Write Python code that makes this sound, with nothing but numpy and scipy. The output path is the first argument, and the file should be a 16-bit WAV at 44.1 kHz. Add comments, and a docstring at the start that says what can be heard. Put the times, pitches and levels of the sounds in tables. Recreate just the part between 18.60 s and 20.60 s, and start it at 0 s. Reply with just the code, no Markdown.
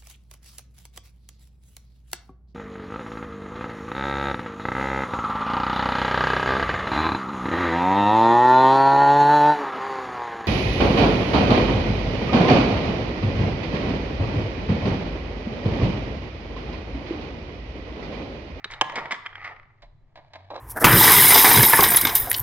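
"""On the floor of a quiet room, a plastic marble run, close to the microphone and a little to its right.
A lever weighted with steel balls swings down, strikes hard and clacks back and forth until it settles.
Farther off, a marble rolls along a metal rail, knocks over the joints and drops into a hollow plastic
tile. Each contact is a push and a brief rattle coloured by the struck part; lever, cup and rail also
ring at their modes. Faint room noise and a low hum lie underneath."""
import sys
import numpy as np
from scipy import signal
from scipy.fft import rfft, irfft, next_fast_len
from scipy.io import wavfile
from scipy.ndimage import uniform_filter1d, map_coordinates

SR = 44100
rng = np.random.default_rng(int(sys.argv[2]) if len(sys.argv) > 2 else 0)


def master(y):
    """Save y as 16-bit WAV."""
    cut = np.clip(np.atleast_2d(y).T, -1, 1)
    pcm = np.round(cut * 32767)  # scale
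    wavfile.write(sys.argv[1], SR, pcm.astype(np.int16))


N = 88200
BLOW_SAMPLES = 8192
T = np.arange(BLOW_SAMPLES) / SR
HZ = np.fft.rfftfreq(BLOW_SAMPLES, 1 / SR)
RISE_S = .0007  # a brief rise that softens the start of each rattle and ping

# spectrum of the room noise: f/Hz, level/dB
AIR_SPECTRUM = [(20, 0.5), (33, -2), (50, -12.5), (75, -8.5), (130, -2), (180, -18.5), (300, -21),
                (700, -27), (2000, -41), (4000, -48.5), (7000, -55), (9500, -69.5)]
# course of the low hum: t/s, level/dB
HUM_LEVEL = [(0, -65), (.6, -63.5), (1, -60), (1.3, -67.5), (1.55, -70.5), (1.72, -60), (1.85, -52),
             (2, -66.5)]
# balls rolling on the plastic track: t/s, level/dB
TRACK_ROLL = [(0, -60.5), (.09, -52.5), (.13, -51.5), (.2, -47.5), (.33, -44.5), (.42, -43), (.5, -48),
              (.62, -56), (.78, -49), (.9, -41.5), (1.02, -76), (1.18, -72), (1.3, -82)]
# balls chattering as the lever settles: t/s, level/dB, brightness/(dB/octave), rattle t60/s
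BALL_CHATTER = [(.7655, -45.5, 1, .02), (.772, -49, -3, 0.05), (.779, -41, -3, 0.026),
                (.795, -46, -1.5, .015), (.8145, -40, -1.5, 0.036), (.8315, -45, 1, 0.011),
                (.844, -30, 3, 0.079), (.8505, -35.5, -2, 0.035), (.8575, -37.5, 0.5, .02),
                (.866, -35, -1, 0.02), (.875, -31.5, 0.5, 0.035), (.8815, -60, 13.5, 0.033),
                (.9, -55, 2, 0.044), (.9185, -43, -3.5, .03), (.964, -44.5, -1.5, .02),
                (.9975, -45, -1.5, 0.0077), (1.03, -52.5, -0.5, .025), (1.054, -55.5, -4, 0.017),
                (1.102, -57, -5.5, 0.029)]
# response of the plastic under the balls: f/Hz, level/dB
SEAT_BODY = [(40, -45.5), (200, -25), (500, -16), (820, -4), (1000, -10.5), (1230, 0.5), (1550, -9),
             (2000, 3.5), (2230, -1), (2600, -12), (3600, -22), (5000, -26.5), (5800, -36), (8000, -48.5),
             (10000, -77.5)]
# a steel ball clicking into its plastic cup: t/s, level/dB, brightness/(dB/octave), rattle t60/s
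CUP_CLICKS = [(.0435, -27, 0, 0.024), (.056, -40, -11.5, .02), (.111, -43.5, 16, .04),
              (.1365, -34.5, -1, .04)]
# response of the cup: f/Hz, level/dB
CUP_BODY = [(50, -42.5), (250, -21), (800, -20.5), (1150, -7.5), (1800, -4.5), (2650, -10.5), (3000, -4),
            (3350, -12.5), (3750, -4.5), (4050, -11), (4450, -11.5), (4850, -24), (6000, -28.5),
            (8500, -41), (10000, -61.5)]
# modes of the cup: f/Hz, level/dB against the click, t60/s
CUP_MODES = [(1784, -10, .02), (3794, -8, .04)]
# soft bumps in the deep bass: t/s, level/dB
BASS_BUMPS = [(.1, -41.5), (1.219, -41.5)]
# the base plate giving under heavy blows: t/s, level/dB
PLATE_THUDS = [(.2178, -20), (.362, -31), (.378, -30), (.456, -38.5), (.528, -32.5)]
# the plate rumbling under the moving balls: t/s, level/dB
PLATE_ROLL = [(0, -91), (.13, -47), (.2, -56.5), (.34, -41), (.46, -42.5), (.62, -59), (.83, -67),
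              (.91, -49.5), (1.05, -72.5), (1.3, -82)]
# response of the plate: f/Hz, level/dB
PLATE_BODY = [(30, -44), (70, -27), (130, -9), (200, -10.5), (330, -8.5), (500, -6.5), (700, -0.5),
              (950, 1), (1600, -23.5), (5000, -68.5)]
# lever and balls clacking on the track: t/s, level/dB, brightness/(dB/octave), rattle t60/s
TRACK_CLACKS = [(.1025, -37, -1, 0.06), (.119, -34, 3, 0.1), (.2975, -32.5, -1, .014),
                (.357, -27, 6, 0.038), (.3635, -25.5, 1, 0.12), (.378, -26, -7, 0.063),
                (.386, -27.5, -2, 0.067), (.456, -30.5, -3.5, 0.033), (.5093, -23, -1.5, 0.036),
                (.516, -27.5, 4, 0.025), (.5208, -22, 3, 0.038), (.529, -32.5, -0.5, 0.04),
                (.5435, -30.5, 0.5, 0.086)]
# response of the track: f/Hz, level/dB
TRACK_BODY = [(40, -43.5), (150, -25), (400, -11.5), (800, -8), (1150, 1.5), (1450, -5), (1700, 1),
              (2200, 5), (2700, -11), (2950, -9.5), (3170, -8), (3450, -8.5), (4000, -15.5), (4700, -19),
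              (5050, -15.5), (5700, -28), (7300, -27.5), (9000, -42), (10000, -61.5)]
# strikes of the lever: t/s, level/dB, brightness/(dB/octave)
LEVER_STRIKES = [(0.2123, -11.5, 2), (0.2166, -20, 2.5), (.2445, -32.5, -4), (.297, -35.5, -2),
                 (.322, -37, 0)]
# modes of the lever: f/Hz, level/dB, t60/s
LEVER_MODES = [(738, -19, 0.056), (936, -11.5, 0.046), (1060, 0.5, 0.023), (1037, -8.5, .04),
               (1056, -19.5, 0.31), (1307, -14, 0.026), (1650, -6.5, .03), (1686, -26, 0.41),
               (2320, -13, .016), (2538, -7, 0.0072), (2820, -8.5, .01), (2980, -3.5, 0.0078),
               (3065, -8, 0.025), (5050, -20, .02), (6400, -20, .01)]
# spectrum of the strike's crack: f/Hz, level/dB
CRACK_SPECTRUM = [(200, -27), (900, 8), (3000, 6), (3800, -17), (6500, -8), (8500, -24), (10000, -48.5)]
# light taps of the lever's arm: t/s, level/dB, brightness/(dB/octave), rattle t60/s
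ARM_TAPS = [(.6557, -38, -3.5, 0.036), (.6617, -27, -1, 0.026), (.729, -44.5, -7, .02),
            (.7547, -36, -1, 0.018)]
# response of the arm: f/Hz, level/dB
ARM_BODY = [(50, -42), (400, -24), (850, -14.5), (1150, -3), (1650, -1.5), (2250, 2), (2650, -7.5),
            (2930, -10.5), (3150, -1), (3500, -11.5), (3800, -20.5), (4700, -25.5), (5000, -18.5),
            (5700, -35), (7400, -31.5), (10000, -67)]
# modes of the arm: f/Hz, level/dB against the tap, t60/s
ARM_MODES = [(1637, -7.5, 0.032), (3162, -12.5, 0.03)]
# the marble rolling on the rail: t/s, level/dB
RAIL_ROLL = [(0, -99), (1.15, -78.5), (1.25, -62), (1.34, -82), (1.53, -76.5), (1.6, -63), (1.7, -63.5),
             (1.78, -57.5), (1.89, -61), (1.92, -59), (2, -70)]
# its knocks over the joints: t/s, level/dB, brightness/(dB/octave), rattle t60/s
JOINT_KNOCKS = [(1.221, -45.5, 4, 0.088), (1.231, -46, -3.5, 0.049), (1.556, -42, 2, .06),
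                (1.5725, -42.5, 0, 0.072), (1.587, -46, -3.5, 0.058), (1.7345, -41, 4, .04),
                (1.749, -44.5, -0.5, .04), (1.7555, -36.5, 0.5, 0.046)]
# response of the rail: f/Hz, level/dB
RAIL_BODY = [(50, -35.5), (250, -11.5), (470, -12.5), (620, 4.5), (800, 1.5), (1100, -5), (1380, -17.5),
             (1650, -6.5), (2000, -8.5), (2220, -6), (2450, -13.5), (2900, -15.5), (3750, -15), (4010, -9),
             (4250, -20.5), (4700, -18.5), (5400, -30.5), (7500, -42.5), (10000, -64.5)]
# modes of the steel rail: f/Hz, level/dB against the knock, t60/s
RAIL_MODES = [(2145, -21, .15), (4016, -27, 0.1)]
# the marble's bounces in the tile: t/s, level/dB, brightness/(dB/octave), rattle t60/s
TILE_BOUNCES = [(1.903, -31.5, 0.5, 0.11), (1.913, -33, -5, 0.087), (1.935, -36, -7, 0.016),
                (1.942, -35.5, 1.5, 0.068), (1.9555, -31, 0, 0.063), (1.9615, -34, 3, 0.017),
                (1.975, -33, 0, 0.13)]
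# response of the hollow tile: f/Hz, level/dB
TILE_BODY = [(50, -53), (230, -18), (340, -4.5), (430, -3.5), (520, 1), (800, 3), (1150, -2), (1450, -16),
             (1650, -12), (2000, -19), (2400, -16), (3000, -23), (3750, -18.5), (3980, -7.5), (4250, -31),
             (4600, -25), (5500, -34.5), (7500, -47.5), (10000, -66)]
# reverberation time of the room: f/Hz, t60/s
ROOM_DECAY = [(100, .45), (500, 0.32), (1400, 0.66), (3500, 0.65), (9000, .32)]
# colour of the reverberation: f/Hz, level/dB
ROOM_COLOUR = [(100, 7), (500, -10), (1000, -4.5), (2200, -13.5), (4000, -11.5), (9000, -13)]
# likeness of the room's sound left and right: f/Hz, correlation
ROOM_COHERENCE = [(100, 0.88), (400, 0.34), (900, .45), (1800, 0.2), (9000, 0.2)]
# direct sound at the microphone, left minus right: f/Hz, level/dB
MIC_BALANCE = [(100, -3.5), (1000, -1.2), (2200, 0.5), (3000, -2), (3900, 0), (5000, -7.5), (6000, -8.5),
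               (7500, -5), (9000, -6.5)]


def amp(db):
    """Decibels to gain."""
    return 10 ** (np.asarray(db) / 20)


def unit(x):
    """Scale to rms 1."""
    return x / np.sqrt(np.mean(x ** 2) + 1e-20)


def along(points, hz):
    """Read (f/Hz, value) points on a log frequency axis."""
    freqs, values = np.transpose(points)
    return np.interp(np.log(hz + 1), np.log(freqs + 1), values)


def level(points):
    """Gain per sample from (t/s, level/dB) points."""
    return amp(np.interp(np.arange(N) / SR, *np.transpose(points)))


def fade(t, t60):
    """Exponential decay, 60 dB down at t60."""
    return np.exp(-np.log(1000) * t / t60)


def filtered(x, response):
    """Filter x by a function of frequency."""
    size = next_fast_len(N + SR // 2)
    return irfft(rfft(x, size) * response(np.fft.rfftfreq(size, 1 / SR)), size)[..., :N]


def coloured(x, db):
    """A short sound through a minimum-phase filter with these gains."""
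    cepstrum = irfft(np.log(amp(db)))
    cepstrum[1:BLOW_SAMPLES // 2] *= 2
    cepstrum[BLOW_SAMPLES // 2 + 1:] = 0
    return irfft(rfft(x) * np.exp(rfft(cepstrum)))


def tilt(db_per_octave):
    """Spectral slope in dB: a harder contact is brighter."""
    return db_per_octave * np.log2(np.clip(HZ, 400, 8000) / 1500)


def add_blow(out, at_s, db, blow):
    """Place a blow; its level is its energy spread over 5 ms."""
    start = round(at_s * SR)
    blow = blow[:N - start] * amp(db) * np.sqrt(.005 * SR) / np.linalg.norm(blow)
    out[start:start + len(blow)] += blow


def contact(body, bright, t60, push):
    """One push and a dense, quickly dying rattle, evened in spectrum and coloured by the struck part."""
    force = rng.standard_normal(BLOW_SAMPLES) * fade(T, t60) * (1 - np.exp(-T / RISE_S))
    force /= np.linalg.norm(force)
    force[0] += push
    smooth_power = uniform_filter1d(np.abs(rfft(force)) ** 2, 70)
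    uneven_db = 10 * np.log10(np.abs(smooth_power) + 1e-9)
    return unit(coloured(force, along(body, HZ) + tilt(bright) - uneven_db))


def blows(contacts, body, push):
    """A series of contacts on one part."""
    out = np.zeros(N)
    for at_s, db, bright, t60 in contacts:
        add_blow(out, at_s, db, contact(body, bright, t60, push))
    return out


def pings(contacts, modes, ring_db=0):
    """Each contact sets a part's modes ringing, slightly detuned every time."""
    out = np.zeros(N)
    for at_s, db, _, _ in contacts:
        for hz, mode_db, t60 in modes:
            tone = np.sin(2 * np.pi * hz * (1 + 0.0035 * rng.normal()) * T)
            ping = tone * fade(T, t60) * (1 - np.exp(-T / RISE_S))
            add_blow(out, at_s, db + mode_db + ring_db, ping)
    return out


def rolling(course, body, bumps_per_s=1000, spread_db=3.5):
    """Tiny random bumps under a rolling ball excite the part that carries it."""
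    hits = rng.random(N) < bumps_per_s / SR
    bumps = hits * amp(spread_db * rng.standard_normal(N)) * rng.choice([-1, 1], N)
    tick = contact(body, bright=0, t60=0.0059, push=0.8)
    return unit(signal.fftconvolve(bumps, tick)[:N]) * level(course)


def diffuse(pair):
    """Two unrelated signals to a stereo field that is alike in the bass."""
    def mid_side_gains(hz):
        angle = np.arccos(np.clip(along(ROOM_COHERENCE, hz), -1, 1)) / 2
        return np.array([np.cos(angle), np.sin(angle)])
    mid, side = filtered(pair, mid_side_gains)
    return np.array([mid + side, mid - side])


def wobble(count):
    """A smooth drift through about count random values."""
    return map_coordinates(rng.standard_normal(count + 2), [np.arange(N) * count / N])


def room_tone(air_db=-59, hum_hz=97.4, swing_db=2.5):
    """Faint noise all round the microphone, with an uneven rumble and a wavering low hum."""
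    noise = diffuse(rng.standard_normal((2, N)))
    air = unit(filtered(noise, lambda hz: amp(along(AIR_SPECTRUM, hz))))
    rumble = filtered(air, lambda hz: 1 / (1 + (hz / 160) ** 4))
    hum = np.sqrt(2) * np.sin(2 * np.pi * hum_hz * np.arange(N) / SR + 1.7 * wobble(16))
    air += rumble * (amp(swing_db * wobble(16)) - 1)
    return amp(air_db) * air + hum * level(HUM_LEVEL) * amp(swing_db * wobble(30))


def balls():
    """Steel balls roll on the plastic and chatter as the lever settles."""
    return blows(BALL_CHATTER, SEAT_BODY, push=0.28) + rolling(TRACK_ROLL, SEAT_BODY)


def cup():
    """A steel ball clicks into its plastic cup, which pings."""
    return blows(CUP_CLICKS, CUP_BODY, push=0.33) + pings(CUP_CLICKS, CUP_MODES)


def base_plate(thud_t60=0.039, bump_hz=31, bump_t60=.13):
    """The plate thuds under heavy blows and rumbles under the balls; two soft bumps sound far below."""
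    thuds = [(at_s, db, 0, thud_t60) for at_s, db in PLATE_THUDS]
    out = blows(thuds, PLATE_BODY, push=0.73) + rolling(PLATE_ROLL, PLATE_BODY)
    bump = np.sin(2 * np.pi * bump_hz * T) * T * fade(T, bump_t60)
    for at_s, db in BASS_BUMPS:
        add_blow(out, at_s, db, bump)
    return out


def track():
    """Lever and balls clack against the plastic track."""
    return blows(TRACK_CLACKS, TRACK_BODY, push=0.46)


def lever(attack_s=0.0001, crack_db=-11, cut_hz=700):
    """Each strike cracks and rings the lever's modes; so small a part radiates little below cut_hz."""
    out = np.zeros(N)
    low_cut_db = -10 * np.log10(1 + (cut_hz / (HZ + 20)) ** 4)
    for at_s, db, bright in LEVER_STRIKES:
        ring = sum(amp(mode_db + rng.normal()) * np.sin(2 * np.pi * hz * T) * fade(T, t60)
                   for hz, mode_db, t60 in LEVER_MODES)
        ring = unit(ring * (1 - np.exp(-T / attack_s)))
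        crack = amp(crack_db) * contact(CRACK_SPECTRUM, bright=0, t60=.028, push=.2)
        add_blow(out, at_s, db, coloured(ring + crack, tilt(bright) + low_cut_db))
    return out


def lever_arm():
    """The arm taps lightly and pings as its swing narrows."""
    return blows(ARM_TAPS, ARM_BODY, push=0.24) + pings(ARM_TAPS, ARM_MODES)


def rail():
    """The marble rolls along the steel rail, which rings on after each knock at a joint."""
    knocks = blows(JOINT_KNOCKS, RAIL_BODY, push=0.11)
    return knocks + pings(JOINT_KNOCKS, RAIL_MODES) + rolling(RAIL_ROLL, RAIL_BODY)


def tile():
    """The marble drops into the hollow tile and rattles round, faintly ringing the rail."""
    return blows(TILE_BOUNCES, TILE_BODY, push=0.16) + pings(TILE_BOUNCES, RAIL_MODES, ring_db=-11)


def in_room(x, wet_db, build_s, lag_s):
    """Direct sound reaches the microphone's right side first; the room's answer builds and dies away."""
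    hz, t, noise = signal.stft(rng.standard_normal((2, SR * 3 // 4)), SR, nperseg=256)
    decay = fade(t, along(ROOM_DECAY, hz)[:, None])
    build_up = 1 - np.exp(-(t / build_s) ** 2)
    _, tail = signal.istft(noise * decay * build_up, SR, nperseg=256)
    wet = signal.fftconvolve(x[None], tail / np.linalg.norm(tail[0]), axes=1)[:, :N]
    wet = filtered(diffuse(wet), lambda f: amp(wet_db + along(ROOM_COLOUR, f)))
    sides = np.array([[.5], [-.5]])  # left, right
    balance = lambda f: amp(sides * along(MIC_BALANCE, f))
    delay = lambda f: np.exp(-2j * np.pi * f * sides * lag_s)
    return wet + filtered(x, lambda f: balance(f) * delay(f))


def scene():
    """Lever and track close to the microphone, rail and tile farther off, the room all round."""
    return (room_tone()
            + in_room(balls(), wet_db=-4.5, build_s=0.022, lag_s=.00007)
            + in_room(cup() + lever_arm(), wet_db=-6, build_s=0.0092, lag_s=.00007)
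            + in_room(base_plate() + lever(), wet_db=-8.0, build_s=0.02, lag_s=.000085)
            + in_room(track(), wet_db=-0.5, build_s=0.0056, lag_s=.00007)
            + in_room(rail() + tile(), wet_db=-3, build_s=0.0047, lag_s=.000095))


def record(dry):
    """The treble at the microphone falls to nothing at top_hz."""
    top_hz, slope_hz = 9975, 500
    return filtered(dry, lambda hz: np.clip((top_hz - hz) / slope_hz, 0, 1))


dry = scene()
out = record(dry)
master(out)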